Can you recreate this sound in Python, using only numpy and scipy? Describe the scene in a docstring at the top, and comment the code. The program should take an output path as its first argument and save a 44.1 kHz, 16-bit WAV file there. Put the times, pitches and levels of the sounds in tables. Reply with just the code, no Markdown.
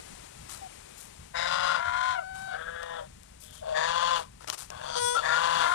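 """A dirt path by a brick wall: domestic geese walk past a few metres away, honking in bouts.
Two membranes of the syrinx beat against each other in a rasping honk; locked, they give a clear note.
Steps scuff the grit, something clicks near the microphone and the camera body takes two soft bumps.
The wall returns a faint echo; outdoor hiss and low rumble lie underneath."""
import sys
import numpy as np
from scipy import signal
from scipy.fft import rfft, irfft, next_fast_len
from scipy.io import wavfile

SR = 44100
rng = np.random.default_rng(int(sys.argv[2]) if len(sys.argv) > 2 else 0)


def transcribe(u):
    """Save the signal u as a 16-bit wav file named by the first command-line argument.

    u: samples, shape (n,) or (channels, n), limited to [-1, 1]; the rate is SR.
    q: integer samples, one column per channel.
    """
    v = np.clip(np.atleast_2d(u).T, -1, 1)
    q = np.round(v * 32767).astype(np.int16)
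    wavfile.write(sys.argv[1], SR, q)


N = 253134

# throat resonances shared out among the voices: f/Hz, level/dB
HARSH_TIGHT = [(680, -11), (1030, -6.5), (1520, -2), (2050, -6), (2830, -19.5), (3750, -8), (5050, -12.5),
               (7100, -22)]
HARSH_OPEN = [(680, -11), (1080, -2.5), (1420, 0), (2030, -15.5), (2800, -14.5), (3450, -11), (3950, -17.5),
              (4850, -15.5)]
BRASSY_TIGHT = [(630, -7), (1070, -4), (1730, -2.5), (2330, -20), (3520, -10.5), (4550, -15.5), (6800, -20)]
BRASSY_OPEN = [(600, -10), (1080, 0), (1520, -5.5), (2830, -15), (3420, -9), (4450, -16.5), (6750, -24.5)]
NASAL_TIGHT = [(500, -4.5), (1280, 2), (1590, 4), (3100, -8), (3480, -5)]
NASAL_OPEN = [(520, -1.5), (980, 3), (1320, 4), (1780, -4), (3100, -7), (3480, -3)]
SOFT = [(690, -5), (1000, 0), (1450, 3), (2030, -8), (3200, -14.5), (3580, -13), (4150, -18.5)]
HOARSE = [(600, -7), (1000, -2.5), (1380, 0.5), (3350, -7), (4600, -6.5), (6200, -11), (8600, -17.5)]
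# clear-note spectra: level/dB of harmonics 1, 2, 3...
TRUMPET_TONE = [-5, 0.5, -2, -13, -20, -15.5, -5, -15, -12, -9.5, -15, -11, -14, -16, -21, -21, -6, -6.5,
                -14, -19, -18.5, -17, -25, -39, -30, -25]
WHINE_TONE = [-3, 0.5, -19, -22, -21.5, -22]
YELP_TONE = [-1, 2.5, -12, -15]
SQUEAL_TONE = [0, -26]


def geese():
    """Rasping honks and the clear notes they break into."""
    # voice, t/s, length/s, attack/s, release/s, pitch crest/s, top pitch/Hz, its climb/Hz,
    # top beat/Hz, its climb/Hz, top level/dB, its swell/dB, chest/dB, rasp/dB, its change/dB, sing share
    honks = [("harsh", 1.334, 0.42, 0.031, 0.065, 0.29, 716, 42, 168, 3.995, -30.2, 3.8, -12.5, -5.8, -1.7, 0.08),
             ("soft", 1.755, 0.35, 0.038, 0.105, 0.33, 731, 48, 300, 22, -29.8, 4, -17.5, -18, 4.5, 0.6),
             ("hoarse", 2.465, 0.07, 0.03, 0.036, 0.05, 750, 9.8, 150, 4.1, -58, 3, -13, 4, 0, 0.01),
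             ("nasal", 2.505, 0.46, 0.041, 0.11, 0.33, 676, 66, 169, 30, -42, 2, -9, -15, 5, 0.011),
             ("nasal", 3.4, 0.193, 0.043, 0.069, 0.149, 620, 5.9, 150, 10.1, -71, 2.3, 0, 12.5, 0, 0.01),
             ("hoarse", 3.61, 0.15, 0.028, 0.08, 0.149, 625, 20, 148, 5, -47, 11.7, 2.2, -1.5, 0, 0.05),
             ("brassy", 3.736, 0.42, 0.03, 0.08, 0.35, 692, 70, 170, 24, -29.7, 3.5, -12.3, -7, 0, 0.36),
             ("hoarse", 4.7, 0.28, 0.016, 0.038, 0.29, 660, 60, 154, 45, -39.5, 13, -9, -6, 7.6, 0.17),
             ("hoarse", 5.13, 0.08, 0.036, 0.06, 0.06, 622, 4, 147, 7.95, -41, 4.6, -3, 2, -3.5, 0.05),
             ("brassy", 5.22, 0.4, 0.031, 0.12, 0.28, 676, 52, 163, 17, -28.8, 2.9, -13.5, -8.5, 0.68, 0.24),
             ("soft", 5.57, 0.18, 0.065, 0.08, 0.18, 708, 18, 330, 11.9, -27.3, 3.3, -17, -16.5, 0, 0.4)]
    # tone, t/s, length/s, mid pitch/Hz, glide/Hz, arch/Hz, level/dB, swell/dB
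    notes = [("squeal", 0.61, 0.069, 763, -55, 36, -47, 0), ("squeal", 1.675, 0.112, 1425, 70, 4, -30, 0),
             ("whine", 2.11, 0.49, 759, 28, 2.96, -45.3, 5.5),
             ("yelp", 2.145, 0.1, 698, -200, 40.6, -44.5, -14),
             ("yelp", 2.47, 0.109, 742, 10.5, 42.3, -47.5, 2.7),
             ("squeal", 2.655, 0.05, 1610, 11, 4.3, -42, -7),
             ("squeal", 2.735, 0.056, 1660, 15, 3.6, -41.5, 0),
             ("moan", 2.955, 0.09, 590, -130, -8, -50, -6),
             ("moan", 3.605, 0.23, 628, -10, -10, -43.5, 4.7),
             ("trumpet", 4.945, 0.25, 485.5, 6, -9, -36.5, -0.62),
             ("squeal", 5.147, 0.064, 1363, 8.8, 42, -24.5, 0),
             ("squeal", 5.275, 0.13, 1405, 65, -20, -26.5, 4.5)]
    mix = np.zeros(N)
    for kind, start_s, *settings in honks:
        add(mix, start_s, honk(kind, *settings))
    for kind, start_s, *settings in notes:
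        add(mix, start_s, clear_note(kind, *settings))
    return mix


def honk(kind, length_s, attack_s, release_s, crest_s, top_hz, climb_hz, top_beat_hz, beat_climb_hz,
         top_db, swell_db, chest_db, rasp_db, rasp_change_db, sing_share):
    """One membrane buzzes; its beat with the other bends the pitch and chops it into claps."""
    # per voice: tight throat, open throat, opening time/s, arch power, sway/rad, clap depth, throb/dB
    voices = {"harsh": (HARSH_TIGHT, HARSH_OPEN, 0.15, 1.6, 2.1, 0.47, 0),
              "brassy": (BRASSY_TIGHT, BRASSY_OPEN, .14, 2.1, 2.22, 0.5, 0),
              "hoarse": (BRASSY_OPEN, HOARSE, .17, 1.3, 2.4, 0.56, 0),
              "soft": (SOFT, SOFT, .25, 1.05, 0.54, 0.4, 0),
              "nasal": (NASAL_TIGHT, NASAL_OPEN, .33, 1.9, 1.54, 0.38, 2.1)}
    # per voice: depth of jitter and noise
    roughness = {"harsh": .15, "brassy": .12, "hoarse": .28, "soft": .25, "nasal": .18}
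    tight, opened, open_s, arch_power, sway_rad, clap_depth, throb_db = voices[kind]
    rough = roughness[kind]
    bill_open_s, sing_hz, throb_hz, release_db = 0.042, 1030, 13.24, -26.5
    t = np.arange(0, length_s + release_s, 1 / SR)
    # rising pressure lifts pitch and level; both sag as the air runs out
    along = np.minimum(t / length_s, 1)
    spent = np.maximum(t - length_s, 0) / release_s
    slack = abs(1 - t / crest_s) ** arch_power
    sag = 1 - 0.0596 * spent
    pitch_hz = (top_hz - climb_hz * slack) * sag
    beat_hz = (top_beat_hz - beat_climb_hz * slack) * sag
    drop_db = release_db * spent ** 1.5 - swell_db * (1 - along ** 0.76)

    buzz_rad = phase(pitch_hz * (1 + 0.00329 * wander(t, 43.3)))
    beat_rad = phase(beat_hz)
    shaky_rad = beat_rad + rough * wander(t, 70)
    swing_rad = buzz_rad + sway_rad * np.sin(shaky_rad) + .5 * rough * wander(t, 300)
    claps = np.exp(clap_depth * np.cos(shaky_rad + 0.72) + rough * wander(t, 166))
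    buzz = unit_rms(sum(np.cos(k * swing_rad + (k > 1) * 2 * np.pi * rng.random()) for k in range(1, 14)))
    flutter = colour(rng.standard_normal(len(t)), lambda f: 1 + below(f, 3200))
    voice = throat(claps * (buzz + 1.6 * rough * flutter), tight, opened, open_s)

    chest = unit_rms(colour(voice, lambda f: below(f, 737) * (1 - below(f, 507))))
    cry = unit_rms(colour(voice, lambda f: below(f, 2484) - below(f, 920)))
    rasp = colour(voice, lambda f: below(f, 11800) - below(f, 2610))
    rasp = unit_rms(rasp * gain_of(1.4 * wander(t, 70)))
    # an upper sideband falls on a throat resonance and sings out
    order = round((sing_hz - top_hz) / top_beat_hz)
    sideband = unit_rms(np.sin(buzz_rad + order * beat_rad + rough * wander(t, 94)))
    share = np.clip(sing_share * along ** 0.66, 0, .9)
    sound = np.sqrt(1 - share) * cry + np.sqrt(share) * sideband
    sound += gain_of(chest_db - .4 * drop_db) * chest  # follows only 60 % of a level drop
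    bill_opening = np.minimum(t / bill_open_s, 1)
    sound += gain_of(rasp_db + rasp_change_db * along ** 1.9) * bill_opening * rasp
    sound += gain_of(-20) * np.sin(shaky_rad) * below(beat_hz, 173)
    level_db = top_db + drop_db + throb_db * np.cos(2 * np.pi * throb_hz * (t - .03))
    return np.minimum(t / attack_s, 1) * gain_of(level_db) * sound * signal.windows.tukey(len(t), .02)


def throat(drive, tight, opened, open_s):
    """The throat's resonances cross-fade from tight to open around open_s."""
    hz, t, spectra = signal.stft(drive, SR, nperseg=512, noverlap=384)
    tightness = 1 / (1 + (t / open_s) ** 10)
    gain = gain_of(tightness * throat_db(tight, hz) + (1 - tightness) * throat_db(opened, hz))
    return signal.istft(spectra * gain, SR, nperseg=512, noverlap=384)[1][:len(drive)]


def throat_db(peaks, hz):
    """Rounded resonances, wider toward the treble, over a dull floor."""
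    # floor between resonances: f/Hz, level/dB
    valley = [(2500, -23.5), (6000, -26.5), (8000, -29), (13000, -42)]
    power = sum((gain_of(db) / (1 + ((hz - f) / (78 + .04 * f)) ** 2)) ** 2 for f, db in peaks)
    return 10 * np.log10(power + gain_of(read(valley, hz)) ** 2)[:, None]


def clear_note(kind, length_s, mid_hz, glide_hz, arch_hz, level_db, swell_db):
    """Locked membranes give one harmonic tone; pitch, level and brightness follow a leaning arch."""
    # per tone: harmonics/dB, level at the ends/dB, relative pitch jitter, shimmer/dB, end fraying/rad
    tones = {"trumpet": (TRUMPET_TONE, -3.4, 0.002, 0.59, .45),
             "whine": (WHINE_TONE, -2, 0.00607, 0.98, 0.5), "yelp": (YELP_TONE, -5.5, 0.019, 3.2, .2),
             "squeal": (SQUEAL_TONE, -10.5, 0.012, 1.4, 0), "moan": (SQUEAL_TONE, -5, 0.025, 2.4, 0)}
    harmonics_db, ends_db, jitter, shimmer_db, fray_rad = tones[kind]
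    t = np.arange(0, length_s, 1 / SR)
    lean = t / length_s - .5
    ends = (2 * lean) ** 2
    pitch_hz = mid_hz + glide_hz * lean - arch_hz * ends
    effort_db = swell_db * lean + ends_db * ends
    swing_rad = phase(pitch_hz * (1 + jitter * wander(t, 82))) + fray_rad * ends ** 2 * wander(t, 310)
    tone = np.zeros(len(t))
    for k, harmonic_db in enumerate(harmonics_db, 1):
        octaves = np.log2(k)  # upper harmonics swell and drift more
        change_db = effort_db * (1 + 0.74 * octaves) + .8 * octaves * wander(t, 9)
        tone += gain_of(harmonic_db + change_db) * np.cos(k * swing_rad + 0.88 * rng.standard_normal())
    envelope = gain_of(level_db + shimmer_db * wander(t, 110)) * signal.windows.tukey(len(t), .2)
    return np.sqrt(2) * envelope * tone


def steps():
    """Each scuff on the grit is a rush of tiny slips that starts fast and dies away."""
    # scuffs: t/s, length/s, level/dB, tilt/(dB/octave)
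    scuffs = [(0.487, 0.075, -43.5, 2), (0.969, 0.093, -50, 8), (2.335, 0.14, -52.5, 0),
              (3.396, 0.085, -52, 6.5), (3.52, 0.082, -53, 3), (4.15, 0.073, -42.5, -3),
              (4.403, 0.043, -52, -3), (4.471, 0.038, -40.5, -1.5), (4.524, 0.024, -37.5, -1),
              (4.572, 0.066, -42.5, 2)]
    # grit spectrum: f/Hz, level/dB
    grit = [(180, -29), (300, -19), (1230, -1), (1940, -11.5), (9220, -8), (14000, -24)]
    mix = np.zeros(N)
    for start_s, length_s, level_db, tilt_db in scuffs:
        t = np.arange(0, 2 * length_s, 1 / SR)
        slips = rng.standard_normal(len(t)) * np.exp(0.36 * wander(t, 450))
        envelope = np.minimum(t / (0.15 * length_s), 1) / (1 + (t / length_s) ** 5)
        add(mix, start_s, gain_of(level_db) * envelope * tilted(slips, grit, tilt_db))
    return mix


def clicks_and_bumps():
    """Sharp clicks near the microphone; soft, low bumps on the camera body."""
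    # clicks: t/s, level/dB, t60/s, tilt/(dB/octave)
    clicks = [(2.831, -40, 0.012, 0), (3.233, -41.5, 0.0069, 7), (3.509, -39.5, 0.0079, 7),
              (4.444, -41.5, 0.017, -7), (4.476, -35.5, 0.017, -3), (4.5005, -19.5, 0.0082, 0),
              (4.703, -33, 0.012, -0.5)]
    # click spectrum: f/Hz, level/dB
    click_spectrum = [(250, -22), (1250, -2), (2000, -7), (5500, -2.5), (8000, -7.5), (14000, -19)]
    # bumps: centre t/s, f/Hz, level/dB
    bumps = [(1.889, 85, -42), (5.042, 102, -44.5)]
    mix, t = np.zeros(N), np.arange(4096) / SR
    for start_s, level_db, t60_s, tilt_db in clicks:
        crack = tilted(rng.standard_normal(len(t)), click_spectrum, tilt_db)
        add(mix, start_s, crack * gain_of(level_db - 60 * t / t60_s))
    for centre_s, hz, level_db in bumps:
        add(mix, centre_s - t[-1] / 2, gain_of(level_db) * np.sin(2 * np.pi * hz * t) * np.hanning(len(t)))
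    return mix


def echo(x, t60_s):
    """Thin scatter from wall, ground and bushes."""
    t = np.arange(SR // 2) / SR
    taps = rng.standard_normal(len(t)) * (rng.random(len(t)) < .05)
    taps *= (t > .004) * gain_of(-60 * t / t60_s)
    return signal.oaconvolve(x, taps / np.linalg.norm(taps))[:N]


def outdoors():
    """Lumpy low rumble under a hiss that is louder at both ends."""
    # background spectrum: f/Hz, level/dB
    air_spectrum = [(12, -39), (20, -8.5), (54, -3), (270, -13), (508, -15.5), (745, -16), (809, -13),
                    (1440, -14), (5500, -18.5), (9030, -15), (14000, -35)]
    # hiss envelope: t/s, level/dB
    hiss_levels = [(0, -51), (1.2, -54.5), (1.35, -58), (4.35, -61), (4.7, -58.5), (5.74, -45)]
    t = np.arange(N) / SR
    air = colour(rng.standard_normal(N), lambda f: gain_of(read(air_spectrum, f)))
    rumble = colour(air, lambda f: below(f, 227))
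    hiss_db = np.interp(t, *np.transpose(hiss_levels)) + .5 * wander(t, 8.7)
    hiss = unit_rms(air - rumble) * gain_of(hiss_db)
    return hiss + gain_of(-55.5) * unit_rms(rumble * gain_of(2.5 * wander(t, 13.5)))


def gain_of(db):
    return 10 ** (np.asarray(db) / 20)


def unit_rms(x):
    return x / np.sqrt(np.mean(x ** 2) + 1e-20)


def phase(hz):
    return 2 * np.pi * np.cumsum(hz) / SR


def read(points, hz):
    """Interpolates a spectrum over log frequency."""
    f, value = np.transpose(points)
    return np.interp(np.log(hz + 1), np.log(f + 1), value)


def add(mix, start_s, sound):
    part = mix[max(round(start_s * SR), 0):][:len(sound)]
    part += sound[:len(part)]


def colour(x, gain):
    """Filters x by gain(f/Hz)."""
    size = next_fast_len(len(x) + 2048)
    return irfft(rfft(x, size) * gain(np.fft.rfftfreq(size, 1 / SR)), size)[:len(x)]


def tilted(x, spectrum, tilt_db):
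    """Filters x by a spectrum plus a treble tilt per octave; rms 1."""
    return unit_rms(colour(x, lambda f: gain_of(read(spectrum, f) + tilt_db * np.log2(f / 1000 + 0.3))))


def below(hz, edge_hz):
    """Steep low-pass gain."""
    return 1 / (1 + (hz / edge_hz) ** 10)


def wander(t, rate_hz):
    """Smooth noise, rms 1."""
    return unit_rms(colour(rng.standard_normal(len(t)), lambda f: np.exp(-(f / rate_hz) ** 2)))


def scene():
    """Sound reaches the left microphone port first; the right port is muffled."""
    # port balance: f/Hz, left minus right/dB
    port_balance = [(80, 1.6), (350, 2.5), (1400, 13.5), (5600, 23.5), (11000, 34.5)]
    hz, delay_s = np.fft.rfftfreq(N, 1 / SR), 0.000514
    near = geese() + steps() + clicks_and_bumps()
    sound = near + gain_of(-16) * echo(near, t60_s=.25) + outdoors()
    lag_rad = 2 * np.pi * hz * delay_s + 1.08 * (1 - below(hz, 173))
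    shade = gain_of(-read(port_balance, hz)) * np.exp(-1j * lag_rad)
    left_spectrum = 2 * rfft(sound) / (1 + shade * below(hz, 3800))
    right = irfft(left_spectrum * shade, N) + gain_of(-40) * echo(near, t60_s=0.17)
    right += gain_of(-83) * rng.standard_normal(N)
    return np.array([irfft(left_spectrum, N), right])


def record(dry):
    """Band limit at 14.4 kHz."""
    return signal.oaconvolve(dry, signal.firwin(511, 14400, window=("kaiser", 9), fs=SR)[None], "same")


dry = scene()
out = record(dry)
transcribe(out)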